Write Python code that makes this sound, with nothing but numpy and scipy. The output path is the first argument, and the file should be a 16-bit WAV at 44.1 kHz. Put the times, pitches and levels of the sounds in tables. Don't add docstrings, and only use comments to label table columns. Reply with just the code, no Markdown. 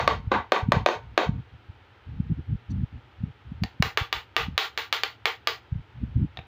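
import sys
import numpy as np
from scipy import signal
from scipy.fft import rfft, irfft
from scipy.io import wavfile
from scipy.ndimage import uniform_filter1d, minimum_filter1d

SR = 44100
rng = np.random.default_rng(int(sys.argv[2]) if len(sys.argv) > 2 else 0)


def generate_wav(sig):
    pcm = np.round(np.clip(np.atleast_2d(sig).T, -1, 1) * 32767).astype(np.int16)
    wavfile.write(sys.argv[1], SR, pcm)


N = 285321


def amp(db):
    return 10 ** (np.asarray(db) / 20)


def unit_rms(x):
    return x / np.sqrt(np.mean(x ** 2) + 1e-20)


def log_interp(points, hz):
    f, value = np.transpose(points)
    return np.interp(np.log(hz + 1), np.log(f + 1), value)


def add(mix, start_s, sound):
    start = round(start_s * SR)
    sound = sound[max(-start, 0):]
    part = mix[max(start, 0):][:len(sound)]
    part += sound[:len(part)]


def bells_db(modes, hz):
    return sum(db / (1 + (2 * (hz - f) / width) ** 2) for f, width, db in modes)


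def noise(colour):
    gain = amp(log_interp(colour, np.fft.rfftfreq(N, 1 / SR)))
    return unit_rms(irfft(rfft(rng.standard_normal(N)) * gain, N))


def min_phase(db):
    log_gain = np.log(amp(np.r_[db, db[-2:0:-1]]))
    return np.fft.ifft(np.exp(np.conj(signal.hilbert(log_gain)))).real[:len(db)]


def shell_blow(colour, modes, tilt_db_oct, knock_db=0, size=4096):
    hz = np.fft.rfftfreq(size, 1 / SR)
    contact = np.transpose([np.geomspace(600, 16000, 70), 1.3 * np.r_[0, rng.standard_normal(69)]])
    shell_db = np.maximum(log_interp(colour, hz), -70) + bells_db(modes, hz)
    tilt_db = tilt_db_oct * np.log2(np.clip(hz, 200, 7000) / 1500)
    table_db = bells_db([(459, 470, knock_db)], hz)
    blow = min_phase(shell_db + tilt_db + table_db + log_interp(contact, hz))
    return blow / abs(min_phase(shell_db)).max()


def ringing(modes, grip_detune=0.0121, size=16384):
    hz, db, t60_s = np.transpose(modes)[:, :, None]
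    t = np.arange(size) / SR
    share, bend = rng.standard_normal((2,) + hz.shape)
    envelopes = amp(db + 3 * share - 60 * t / t60_s)
    tones = (envelopes * np.sin(2 * np.pi * hz * (1 + grip_detune * bend) * t)).sum(0)
    return tones / np.linalg.norm(tones)


# f/Hz, T60/s
ROOM_T60 = [(300, 0.25), (800, 0.39), (2100, 0.36), (5500, 0.37), (14600, 0.39)]
# f/Hz, width/Hz, gain/dB
ROOM_MODES = [(468.4, 42, 8), (573, 8.7, -3.5), (723, 5.7, 2), (759, 15, -2), (904.6, 125, 7.5),
              (1394, 45, 8.5), (1740, 20, -3.5), (1957, 154, 6.5), (3170, 29, -0.5), (3140, 35, 9),
              (3390, 130, 1), (4730, 40, -43)]
def room_tail(build_s=0.0044, hold_s=0.11, steepness=3, floor_db=-17, size=16384):
    hz, frame_s, spectra = signal.stft(rng.standard_normal(size), SR, nperseg=256)
    decay = amp(-60 * frame_s / log_interp(ROOM_T60, hz)[:, None])
    tail = signal.istft(spectra * decay, SR, nperseg=256)[1]
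    t = np.arange(len(tail)) / SR
    build = 1 - np.exp(-(t / build_s) ** 2)
    suppression = np.maximum(np.exp(-(t / hold_s) ** steepness), amp(floor_db))
    standing_waves = min_phase(bells_db(ROOM_MODES, np.fft.rfftfreq(size, 1 / SR)))
    tail = signal.fftconvolve(tail * build * suppression, standing_waves)[:size]
    return tail / np.linalg.norm(tail)


def clutter(level_db=-7, size=200):
    scatter = rng.standard_normal(size) * signal.windows.tukey(size, .5)
    return amp(level_db) * scatter / np.linalg.norm(scatter)


# delay/s, level/dB
ECHOES = [(.0017, -8.5), (.0032, -11.5), (.0117, -15.5), (.0148, -25), (0.025, -22), (0.034, -27.5)]
def in_room(sound, room_db, echo_db, echo_cutoff_hz=4000):
    path = amp(room_db) * room_tail()
    echoes = np.zeros(SR // 20)
    for delay_s, db in ECHOES:
        echoes[round(delay_s * SR)] += amp(db + echo_db)
    add(path, 0, signal.lfilter(*signal.butter(1, echo_cutoff_hz, fs=SR), echoes))
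    add(path, 0, clutter())
    path[0] += 1
    return signal.fftconvolve(sound, path)


def taps(rows, colour, modes, long_modes, ring_db, echo_db, accent_width_hz=600):
    out = np.zeros(N)
    for start_s, db, tilt_db_oct, knock_db, accent_hz, accent_db, room_db in rows:
        accent = (accent_hz, accent_width_hz, accent_db)
        blow = amp(db) * shell_blow(colour, [*modes, accent], tilt_db_oct, knock_db)
        add(out, start_s, in_room(blow, room_db, echo_db))
        add(out, start_s, amp(ring_db) * np.linalg.norm(blow) * ringing(long_modes))
    return out


# t/s, level/dB, tilt/(dB/oct), knock/dB, accent f/Hz, accent gain/dB, room/dB
POT_TAPS = [(-.022, 0.5, 2, 7.5, 1210, 3, -6.5), (.0770, 3, 0.9, 4.5, 4600, 5, -6.5),
            (.3405, -7.5, -8, -30, 1170, -5, 3), (.5211, 3, 2.5, 11.5, 1490, 1.5, -6),
            (.5630, -10.5, -6.5, -13.5, 2430, 5, -2), (.7206, 3, 0.8, 6, 2130, -0.5, -9),
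            (.8619, 6.5, 2, 12, 6330, 5.5, -7.5), (.8878, -6.5, 1, 14, 1140, 2, -7),
            (1.1776, 3.5, 2, 11.5, 3900, 3, -5.5), (1.1830, -11, -4, 6.5, 570, -12, 3.5)]
# f/Hz, density/dB
POT_COLOUR = [(120, -67), (200, -6), (394, -2.5), (456, -3.5), (763, 1), (836, 0), (1140, 5), (1370, -9),
              (1560, -3.5), (2800, -10.5), (3760, -11.5), (8270, -42), (14900, -54.5), (16000, -30.5)]
# f/Hz, width/Hz, gain/dB
POT_MODES = [(357, 52, 4), (433, 31, 3), (564, 93, 4), (745, 56, 7.5), (1147, 56, 3), (1530, 230, 5.5),
             (2460, 590, 4.5), (3710, 190, 4.5), (4370, 180, 6), (6610, 1500, 8), (8800, 1500, -8)]
# f/Hz, level/dB, T60/s
POT_RING = [(436, 7, 0.3), (757, 1.5, 0.25), (918, 5, 0.39), (1064, 2.5, 0.34), (1470, -2, 0.33),
            (2230, -3, 0.33), (4730, -12.5, 0.24)]
def pot():
    return taps(POT_TAPS, POT_COLOUR, POT_MODES, POT_RING, ring_db=-16.5, echo_db=3)


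def turbulence(colour, window=1100):
    air = noise(colour)
    return air / np.sqrt(uniform_filter1d(air ** 2, window) + 0.11)


# t/s, length/s, level/dB
GUSTS = [(0.0, 0.2, -33), (0.218, 0.19, -39), (0.643, .19, -31.5), (0.939, 0.21, -44.5),
         (1.255, 0.15, -31.5), (1.514, .04, -44), (1.678, 0.024, -36.5), (2.055, 0.25, -36.5),
         (2.293, 0.033, -20.5), (2.366, 0.031, -27), (2.47, 0.084, -29.5), (2.681, 0.16, -28),
         (2.914, 0.068, -37), (3.181, .12, -36), (3.44, 0.16, -41.5), (3.603, 0.043, -27),
         (3.8, 0.071, -33), (4.144, .028, -37.5), (4.382, 0.17, -37.5), (5.71, 0.093, -35.5),
         (5.94, 0.23, -40), (6.009, 0.03, -27.5), (6.149, 0.1, -24), (6.371, 0.026, -36)]
# f/Hz, density/dB
SLOW_AIR_COLOUR = [(15, -46.5), (25, -32.5), (65, 11), (123, 4), (188, -10.5), (271, -14), (362, -40),
                   (450, -22.5), (580, -61.5), (990, -120)]
# f/Hz, density/dB
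FAST_AIR_COLOUR = [(25, -25.5), (80, 2), (190, 1.5), (290, -7.5), (400, -32), (600, -84.5)]
def draught(rise_s=.024, fall_tau_s=0.0091, wake_db=-21, wake_tau_s=.07, fast_db=-27.5, spread_db=2.5):
    strength, t = np.zeros(N), np.arange(SR) / SR
    for start_s, length_s, db in GUSTS:
        after_s = np.maximum(t - length_s, 0)
        fall = np.maximum(np.exp(-after_s / fall_tau_s), amp(wake_db) * np.exp(-after_s / wake_tau_s))
        add(strength, start_s, amp(db) * np.minimum(t / rise_s, 1) * fall)
    strength_db = 20 * np.log10(strength + 1e-9)
    fast_share = .5 + .5 * np.tanh((strength_db - fast_db) / (2 * spread_db))
    slow_air = np.sqrt(1 - fast_share) * turbulence(SLOW_AIR_COLOUR)
    fast_air = np.sqrt(fast_share) * turbulence(FAST_AIR_COLOUR)
    return strength * (slow_air + fast_air)


# f/Hz, density/dB
HISS_COLOUR = [(35, -31.5), (60, 4.5), (118, 8), (146, -11.5), (338, -6), (448, -7.5), (682, -12),
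               (842, -5.5), (1140, -13), (1250, -7.5), (2090, -12.5), (2900, -14.5), (3120, -14),
               (8120, -45.5), (16000, -55.5)]
def hiss(level_db=-55):
    return amp(level_db) * noise(HISS_COLOUR)


# t/s, level/dB, f/Hz
PUFFS = [(0.277, -18, 94), (0.634, -18.5, 89), (.689, -10.5, 165), (.741, -16, 150), (0.771, -11, 123),
         (1.294, -11, 148), (2.204, -12.5, 147), (2.529, -15.5, 109), (2.838, -20.5, 117),
         (3.239, -15.5, 151), (3.521, -23.5, 157), (3.623, -14.5, 152.5), (3.805, -9.5, 143),
         (4.018, -20, 88.6), (4.486, -21, 167), (5.727, -16.5, 106), (5.76, -19, 109), (6.163, -15.5, 93),
         (6.229, -11, 115)]
def puffs(sigma_cycles=0.36):
    out, t = np.zeros(N), np.arange(-2048, 2048) / SR
    for (centre_s, db, hz), phase in zip(PUFFS, rng.random(len(PUFFS))):
        envelope = amp(db) * np.exp(-(hz * t / sigma_cycles) ** 2 / 2)
        add(out, centre_s + t[0], envelope * np.cos(2 * np.pi * (hz * t + phase)))
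    return out


# t/s, level/dB
SKID = [(.309, -64), (.318, -16.5), (.341, -41), (.350, -24), (.372, -49)]
def skid(slips_per_s=1500, tilt_db_oct=-2.9):
    t = np.arange(N) / SR
    times_s, levels_db = np.transpose(SKID)
    sliding = (t > times_s[0]) & (t < times_s[-1])
    envelope = amp(np.interp(t, times_s, levels_db)) * sliding
    slips = rng.standard_normal(N) * (rng.random(N) < slips_per_s / SR)
    scrape = unit_rms(signal.oaconvolve(slips, shell_blow(POT_COLOUR, POT_MODES, tilt_db_oct))[:N])
    return in_room(scrape * envelope, room_db=-0.5, echo_db=-29)[:N]


# f/Hz, density/dB
SQUEAK_COLOUR = [(2500, -20), (3900, -11), (4500, -1), (5100, -20), (5850, 2), (6700, -15), (9000, -31),
                 (15000, -48)]
def squeak(start_s=2.696, length_s=.034, level_db=-57):
    out = np.zeros(N)
    rub = noise(SQUEAK_COLOUR)[:round(length_s * SR)]
    add(out, start_s, amp(level_db) * rub * np.hanning(len(rub)))
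    return out


# t/s, level/dB, accent f/Hz, accent gain/dB, tilt/(dB/oct)
RIM_TICKS = [(3.6367, -13.5, 4600, 11, 0), (6.3725, -19.5, 3750, 21, -3.5), (6.390, -25, 2490, 11, -5.5)]
# f/Hz, width/Hz, gain/dB
RIM_MODES = [(764, 225, 17.5), (1200, 790, -3.5), (1830, 130, 11.5), (2740, 400, 5.5), (4000, 500, -2)]
# f/Hz, density/dB
DISH_COLOUR = [(150, -18.5), (250, -59), (296, -7.5), (436, 0), (600, -7.5), (664, -5), (1160, 1),
               (1470, 1.5), (1920, -1.5), (2090, 3), (4380, -0.5), (5540, -12), (7020, -15.5), (8170, -33),
               (14000, -27.5)]
def rim_ticks(accent_width_hz=600):
    out = np.zeros(N)
    for start_s, db, accent_hz, accent_db, tilt_db_oct in RIM_TICKS:
        accent = (accent_hz, accent_width_hz, accent_db)
        tick = shell_blow(DISH_COLOUR, [*RIM_MODES, accent], tilt_db_oct)
        add(out, start_s, amp(db) * in_room(tick, room_db=-10.5, echo_db=2))
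    return out


# t/s, level/dB, tilt/(dB/oct), knock/dB, accent f/Hz, accent gain/dB, room/dB
DISH_TAPS = [(3.8249, 2, 0.62, 0.5, 3380, -12.5, -8.5), (3.9741, -2, -1.3, -6, 4140, -2, -2),
             (4.1278, -4.5, -0.65, -6.5, 2580, 0, -2.5), (4.3657, 4.5, -1.1, -6, 2800, 3.5, -4.5),
             (4.5788, 6, 1, 0, 3650, 2.5, -4), (4.7765, -10, 1, -3, 1620, 3.5, 2.5),
             (4.9272, -4.5, 0.89, -4.5, 3850, -0.5, 0.5), (5.0352, -4.5, 0.13, -3, 4500, 5, -6),
             (5.2563, -0.5, -0.45, -1, 2300, 4, -3), (5.4732, -1.5, 0.9, 2.5, 4910, 6.5, -5)]
# f/Hz, width/Hz, gain/dB
DISH_MODES = [(416, 150, 6.7), (660, 134, 5.9), (786, 52, 10.6), (1179, 112, 8.6), (1650, 50, 2.1),
              (1798, 300, 5.8), (2280, 140, 2.4), (2663, 290, 3.04), (2930, 81, 3.9), (3470, 210, 4.2),
              (3840, 100, 3.9), (4800, 400, 3.5), (7300, 530, 1.5)]
# f/Hz, level/dB, T60/s
DISH_RING = [(1106, 8, 0.16), (1530, 5, 0.15), (1996, -1, 0.22), (2310, -1, 0.24), (2870, -1, 0.26),
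             (3250, -3, 0.22), (3760, -5, 0.2), (4400, -9, .18), (4990, -13, .18), (5620, -14, .18),
             (6400, -15, 0.22)]
def dish():
    return taps(DISH_TAPS, DISH_COLOUR, DISH_MODES, DISH_RING, ring_db=-10.5, echo_db=0)


def scene():
    toys = pot() + skid() + dish() + rim_ticks() + squeak()
    return (toys + puffs() + draught() + hiss())[None]


def limiter(x, ceiling_db=-1.9, release_db_per_s=130, window=45):
    over_db = np.maximum(20 * np.log10(abs(x) + 1e-9) - ceiling_db, 0)
    held_db = -minimum_filter1d(-over_db, window)
    release_db = np.arange(N) * release_db_per_s / SR
    reduction_db = np.maximum.accumulate(held_db + release_db) - release_db
    return x / amp(uniform_filter1d(reduction_db, window))


# f/Hz, width/Hz, gain/dB
MIC_PORT = [(14850, 900, 16)]
def record(dry, low_hz=30, clip_db=-3, high_hz=15550):
    port = min_phase(bells_db(MIC_PORT, np.fft.rfftfreq(1024, 1 / SR)))
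    highpass = signal.butter(2, low_hz, "high", fs=SR, output="sos")
    voltage = signal.sosfilt(highpass, signal.oaconvolve(dry[0], port)[:N])
    clipped = np.clip(limiter(voltage), -amp(clip_db), amp(clip_db))
    lowpass = signal.firwin(301, high_hz, window=("kaiser", 8), fs=SR)
    return signal.oaconvolve(clipped, lowpass, "same")[None]


dry = scene()
out = record(dry)
generate_wav(out)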